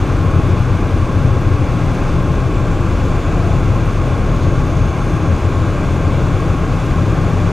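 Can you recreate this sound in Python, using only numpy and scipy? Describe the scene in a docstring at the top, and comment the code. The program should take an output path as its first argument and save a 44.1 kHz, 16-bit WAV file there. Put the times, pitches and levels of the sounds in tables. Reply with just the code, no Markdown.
"""Inside a car driving steadily along a snowy mountain road, stereo microphone on the dashboard.
From the start the tyres rumble on packed snow and shake the body, the engine drones behind the bulkhead
and the demister blows close by; faintly, wipers swish, snow patters and the indicator relay ticks.
Just after one second a lump booms under the wheels, and more follow. Towards three seconds a thin hiss
comes up in the air stream. Around five the relay softens, and it ticks on as the car keeps its pace."""
import sys
import numpy as np
from scipy import signal
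from scipy.fft import rfft, irfft
from scipy.io import wavfile
from scipy.ndimage import uniform_filter1d

SR = 44100
rng = np.random.default_rng(int(sys.argv[2]) if len(sys.argv) > 2 else 0)


def wrap_up_sound(samples):
    """Save the sound to the file named by the first command line argument, as 16-bit audio."""
    columns = np.atleast_2d(samples).T
    # keep every value between -1 and 1, then stretch to whole-number steps
    tamed = np.clip(columns, -1, 1)
    steps = np.round(tamed * 32767).astype(np.int16)
    wavfile.write(sys.argv[1], SR, steps)


N = 331632
HZ = np.maximum(np.arange(N // 2 + 1) * SR / N, 1)

# The body heaving on its springs. Each row: time in seconds, level in dB.
SHAKE_LEVEL = [(0, -20), (1.8, -21), (2.1, -19), (4.65, -18), (5.3, -23), (6.5, -20), (7.52, -22.5)]
# Spectra of body shake, wheel boom and tyre roar. Each row: frequency in Hz, relative level in dB.
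SHAKE_SPECTRUM = [(8, -32), (15, -12), (21, -14), (26, -1), (33, -9.5), (40, -1.5), (46, -2), (56, -13),
                  (75, -24)]
BOOM_SPECTRUM = [(35, -35), (50, -29), (62, -5.5), (71, -5), (85, 1.5), (100, 1.5), (112, -1), (132, 1.5),
                 (150, -6.5), (166, -1), (182, -7), (200, -11.5), (260, -47)]
ROAR_SPECTRUM = [(140, -51), (200, -3), (250, -1), (315, 0), (420, -6.5), (560, -7), (680, -13.5),
                 (800, -21), (1300, -64)]
# Lumps under the wheels. Each row: centre and half length in seconds, change of boom and of roar in dB.
ROAD_LUMPS = [(.43, .09, 2.5, 1.5), (1.244, 0.091, 6, 0), (3.753, 0.19, 3, -0.5), (4.465, 0.05, 5.5, 1.5),
              (4.81, 0.052, 4, -0.5), (5.288, 0.044, 6, 0.5), (6.14, 0.073, 2.5, 1),
              (7.054, 0.15, 2.5, 0.5)]
# Smooth patches of road. Each row: centre in seconds, dip of the roar in dB.
ROAD_LULLS = [(.64, -3.5), (3.95, -2), (4.95, -3), (6.82, -3)]
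# Stretches of firm snow. Each row: centre and half length in seconds, level of the added hum in dB.
FIRM_STRETCHES = [(.5, 0.5, -20), (1.45, 0.13, -17), (3.35, .25, -24.5), (5.65, 0.24, -21), (6.25, .2, -27),
                  (7.35, 0.098, -18)]
# The engine under a nearly steady foot. Each row: time in seconds, firing rate in Hz.
FIRING_RATE = [(0, 83.2), (1, 80.93), (2, 80.25), (3, 82.08), (4, 84.6), (5.3, 84.16), (7.52, 82.2)]
# Firing tone, exhaust drone and firing octave. Each row: time in seconds, level in dB before any trim.
FIRING_LEVEL = [(0, -29), (1, -24.5), (1.9, -26.5), (2.8, -22.5), (4.5, -33), (5.2, -23), (6.1, -26),
                (7.52, -30)]
DRONE_LEVEL = [(0, -30), (.5, -16), (1, -28), (1.5, -17.5), (2.2, -24), (3.8, -24.5), (5.6, -29),
               (6.4, -22.5), (7.52, -29)]
OCTAVE_LEVEL = [(0, -27), (1.5, -33.5), (2.3, -26), (3.9, -41), (5.1, -28.5), (6, -31), (6.8, -28),
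                (7.52, -25)]
# The demister's rush at the microphone. Each row: time in seconds, level in dB.
AIR_LEVEL = [(0, -27.4), (1.5, -28), (2, -27.3), (2.4, -28), (3.2, -27.5), (4.7, -27.8), (5.1, -27.5),
             (7.52, -27)]
# That rush before the ducts colour it. Each row: frequency in Hz, relative level in dB.
AIR_SPECTRUM = [(300, -40), (600, -1), (750, 0.5), (900, 1), (1400, -0.5), (1850, -10.5), (2500, -8),
                (3100, -15), (5200, -21.5), (7800, -27.5), (11500, -35.5), (13300, -41), (14200, -42),
                (16000, -48)]
# Peaks and hollows of the ducts and windscreen corner. Each row: centre and width in Hz, gain in dB.
DUCT_RESONANCES = [(822, 45, 4), (920, 45, -3), (1068, 66, 7.2), (1155, 70, 3.8), (1476, 36, 2.8),
                   (1528, 34, -4.6), (1590, 74, 5.8), (2020, 42, 2), (2165, 76, 3), (2241, 37, -4.4),
                   (2320, 115, 3.2), (2640, 120, 1.3), (3215, 70, -2.2), (3450, 240, 4.4), (5820, 320, 2.7),
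                   (6330, 330, 5.4), (6780, 540, 2.9), (8100, 200, 1.8), (13350, 500, 2)]
# Wiper swishes. Each row: centre and half length in seconds, pitch and width in Hz, dB before trim.
WIPER_SWISHES = [(0.348, 0.04, 1300, 450, -31), (1.023, .08, 8800, 1200, -62.5),
                 (2.04, 0.065, 1200, 700, -38), (3.44, 0.18, 686, 220, -31.5),
                 (4.441, 0.024, 3900, 1700, -45), (5.05, .11, 1280, 450, -38), (5.07, 0.1, 9000, 2600, -58),
                 (6.14, .06, 3320, 1400, -47), (7.201, 0.18, 1790, 300, -46)]
# The relay's strength. Each row: time in seconds, closing and opening strike in dB before trim.
RELAY_STRIKES = [(0, -39, -27.5), (1.4, -34, -27.5), (3, -41, -28.5), (4.7, -39, -27.5), (5.5, -40, -39)]
# Hiss at the edge of the air stream. Each row: time in seconds, centre in Hz, level in dB before trim.
EDGE_HISS = [(0, 7840, -68), (2.2, 7700, -61), (2.7, 7380, -53), (3.4, 7000, -50), (4.1, 6815, -59),
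             (4.45, 6550, -49), (5.15, 6370, -48), (5.5, 6950, -52), (7.52, 6950, -53)]
# Small ticks of the dashboard panels. Each row: start in seconds, strike in dB before trim.
DASHBOARD_TICKS = [(.360, -37), (2.806, -33), (4.382, -39), (5.523, -40)]
# Cabin modes reach the two sides unequally. Each row: frequency in Hz, left minus right in dB.
CABIN_BALANCE = [(25, .4), (42, 1.4), (100, 4.2), (135, 4.6), (200, 2.6), (290, .4), (420, -.5), (690, -.4),
                 (820, 2.5), (990, -.5), (1100, 0), (1180, -2), (1300, 0), (1460, .4), (1590, 5),
                 (1800, -.4), (2100, 1.8), (2330, -.2), (2550, 1.8), (3000, 0)]
# Stereo width of the noises at the microphone. Each row: frequency in Hz, side minus mid in dB.
STEREO_WIDTH = [(60, -32), (300, -26), (700, -25), (950, -21), (1400, -25), (2500, -22), (3000, -27),
                (4000, -33), (5000, -26), (5700, -14), (9000, -12), (14000, -13)]


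def road(boom_db, roar_db):
    """Below the floor the wheels shake the body, boom and roar: more on lumps, less on smooth patches."""
    lull_db = sum(db * swell(s, half_length=0.053) for s, db in ROAD_LULLS)
    boom_db += 0.34 * lull_db
    roar_db += lull_db
    for s, half_length, boom_lift, roar_lift in ROAD_LUMPS:
        lump = swell(s, half_length)
        boom_db += boom_lift * lump
        roar_db += roar_lift * lump
    shake = from_db(in_time(SHAKE_LEVEL)[0]) * noise(colour(SHAKE_SPECTRUM), steady_s=0.2)
    boom = from_db(boom_db) * noise(colour(BOOM_SPECTRUM), steady_s=0.14)
    roar = from_db(roar_db) * noise(colour(ROAR_SPECTRUM), steady_s=0.14)
    return shake + boom + roar


def engine(drone_trim_db, octave_trim_db):
    """Four cylinders fire twice a turn; only the low orders get through the bulkhead."""
    crank_hz = in_time(FIRING_RATE)[0] / 2
    orders = {2: in_time(FIRING_LEVEL)[0],
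              3: in_time(DRONE_LEVEL)[0] + drone_trim_db,
              4: in_time(OCTAVE_LEVEL)[0] + octave_trim_db}
    return sum(from_db(db) * tone(order * crank_hz, waver=0.14) for order, db in orders.items())


def tread(cruise_hz, base_db):
    """The tyre tread hums, partly following the engine's pitch, and swells on firm snow."""
    firing_hz, = in_time(FIRING_RATE)
    hz = cruise_hz * (firing_hz / firing_hz.mean()) ** 0.469
    firm_snow = sum(from_db(db) * swell(s, half_length) for s, half_length, db in FIRM_STRETCHES)
    return (from_db(base_db) + firm_snow) * tone(hz, waver=0.09)


def demister(flutter_db, flutter_hz, surge_db, surge_hz):
    """Turbulent air close by, coloured by the ducts; eddies make its treble flutter and surge slightly."""
    duct_db = sum(db * bell(hz, width) for hz, width, db in DUCT_RESONANCES)
    air = noise(colour(AIR_SPECTRUM) * from_db(duct_db), steady_s=0.27)
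    treble = irfft(rfft(air) * HZ ** 4 / (HZ ** 4 + 2500 ** 4), N)
    unrest_db = flutter_db * wander(flutter_hz) + surge_db * wander(surge_hz)
    return from_db(in_time(AIR_LEVEL)[0]) * (air + treble * (from_db(unrest_db) - 1))


def wipers(trim_db):
    """Rubber slides on the far side of the wet glass: each swish swells and fades."""
    swishes = np.zeros(N)
    friction = rfft(rng.standard_normal(N))
    for s, half_length, hz, width, db in WIPER_SWISHES:
        rub = irfft(friction * bell(hz, width), N)
        swishes += from_db(db + trim_db) * swell(s, half_length) * rub / rub.std()
    return swishes


def relay(start_s, blink_s, hold_s):
    """The indicator relay ticks softly on closing, harder on opening; its housing rings briefly."""
    s, closing_db, opening_db = np.transpose(RELAY_STRIKES)
    closes = np.arange(start_s, N / SR - hold_s, blink_s)
    strikes = [(t, np.interp(t, s, closing_db)) for t in closes]
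    strikes += [(t, np.interp(t, s, opening_db)) for t in closes + hold_s]
    contact = ticks(strikes, hz=11200, t60=.0004, trim_db=-1.8)
    housing = ticks(strikes, hz=12500, t60=.004, trim_db=-21)
    return contact + housing


def edge_hiss(trim_db, width_hz):
    """A narrow band of turbulence at the edge of the air stream; its centre wanders."""
    hz, hiss_db = in_time(EDGE_HISS)
    eddies = noise(1 / (1 + (HZ / width_hz) ** 2), steady_s=.2)
    carrier = np.sqrt(2) * np.sin(2 * np.pi * np.cumsum(hz) / SR)
    return from_db(hiss_db + trim_db) * eddies * carrier


def snow(per_s, smallest_db, hz, spread_db):
    """Icy flakes of all sizes patter on the windscreen, just ahead of the microphone."""
    size_db = smallest_db + spread_db * np.minimum(rng.exponential(1, N), 4)
    polarity = rng.choice([-1, 1], N)
    lands = rng.random(N) < per_s / SR
    return ring(from_db(size_db) * polarity * lands, hz, t60=.0008)


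def ticks(strikes, hz, t60, trim_db):
    """Tiny hard contacts, each a brief bright ring."""
    clicks = np.zeros(N)
    for s, db in strikes:
        clicks[round(s * SR)] = from_db(db + trim_db)
    return ring(clicks, hz, t60)


def ring(clicks, hz, t60):
    """Each click sets off a ring of about its own height, falling 60 dB in t60 seconds."""
    decay, angle = from_db(-60 / (t60 * SR)), 2 * np.pi * hz / SR
    return signal.lfilter([1, 0, -1], [1, -2 * decay * np.cos(angle), decay ** 2], clicks + 1e-18) / 2


def tone(hz, waver):
    """A sine of rms near 1 on a pitch curve; strength and phase waver a few times a second."""
    slow = irfft(rfft(rng.standard_normal((2, N))) * np.exp(-(HZ / 5) ** 2), N)
    sway, slip = waver * slow / slow.std()
    phase = 2 * np.pi * (np.cumsum(hz) / SR + rng.random())
    return np.sqrt(2) * (1 + sway) * np.sin(phase + slip)


def noise(gains, steady_s):
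    """Coloured stereo noise whose rms stays near 1 over stretches longer than steady_s."""
    mid, side = rfft(rng.standard_normal((2, N))) * gains
    mid = irfft(mid, N)
    side = irfft(side * from_db(in_pitch(STEREO_WIDTH)), N)
    span = int(steady_s * SR)
    power = uniform_filter1d(uniform_filter1d(mid ** 2, span), span)
    return np.array([mid + side, mid - side]) / np.sqrt(power)


def wander(hz):
    """A random curve of spread 1, moving mostly slower than hz."""
    curve = irfft(rfft(rng.standard_normal(N)) / (1 + (HZ / hz) ** 2), N)
    return curve / curve.std()


def swell(s, half_length):
    """A rounded rise and fall of height 1 around a moment."""
    distance = (np.arange(N) / SR - s) / half_length
    return np.exp(-distance ** 2) * (np.abs(distance) < 4)


def bell(hz, width_hz):
    """A rounded peak of height 1 on the frequency axis."""
    return np.exp(-2 * np.minimum(((HZ - hz) / width_hz) ** 2, 20))


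def colour(points):
    """Gain at every frequency, silent beyond the ends of the spectrum."""
    return from_db(in_pitch(points, outside=-np.inf))


def in_pitch(points, outside=None):
    """A spectrum's value at every frequency; beyond its ends it holds, or takes the value given."""
    hz, value = np.transpose(points)
    return np.interp(np.log(HZ), np.log(hz), value, outside, outside)


def in_time(rows):
    """One curve for each column after the time, a value for every sample."""
    s, *columns = np.transpose(rows)
    return [np.interp(np.arange(N) / SR, s, column) for column in columns]


def from_db(db):
    """Decibels to gain."""
    return 10 ** (np.asarray(db) / 20)


def scene():
    """All sources meet at the dashboard, tilted between left and right by the cabin's modes."""
    cabin = road(boom_db=-17.5, roar_db=-22.5)
    cabin += tread(cruise_hz=94.7, base_db=-30.5)
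    cabin += engine(drone_trim_db=-2.5, octave_trim_db=-0.7)
    cabin += demister(flutter_db=.45, flutter_hz=35, surge_db=.25, surge_hz=6)
    cabin += edge_hiss(trim_db=-4.0, width_hz=300)
    cabin += wipers(trim_db=1.5)
    cabin += relay(start_s=.1925, blink_s=.8164, hold_s=.4015)
    cabin += ticks(DASHBOARD_TICKS, hz=10500, t60=.0006, trim_db=-.5)
    cabin += snow(per_s=90, smallest_db=-55, hz=11500, spread_db=3.9)
    lean_db = in_pitch(CABIN_BALANCE) / 2
    sides = from_db([lean_db, -lean_db])
    return irfft(rfft(cabin) * sides / sides.mean(axis=0), N)


def record(dry):
    """Behind the microphone the highest peaks are rounded and the top cut steeply; the sound fades in and out
    over a few milliseconds at its ends."""
    ceiling, cutoff_hz = .95, 15700
    rounded = dry / (1 + (dry / ceiling) ** 8) ** (1 / 8)
    eased = rounded * signal.windows.tukey(N, .004 * SR / N)
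    return irfft(rfft(eased) / np.sqrt(1 + (HZ / cutoff_hz) ** 400), N)


dry = scene()
out = record(dry)
wrap_up_sound(out)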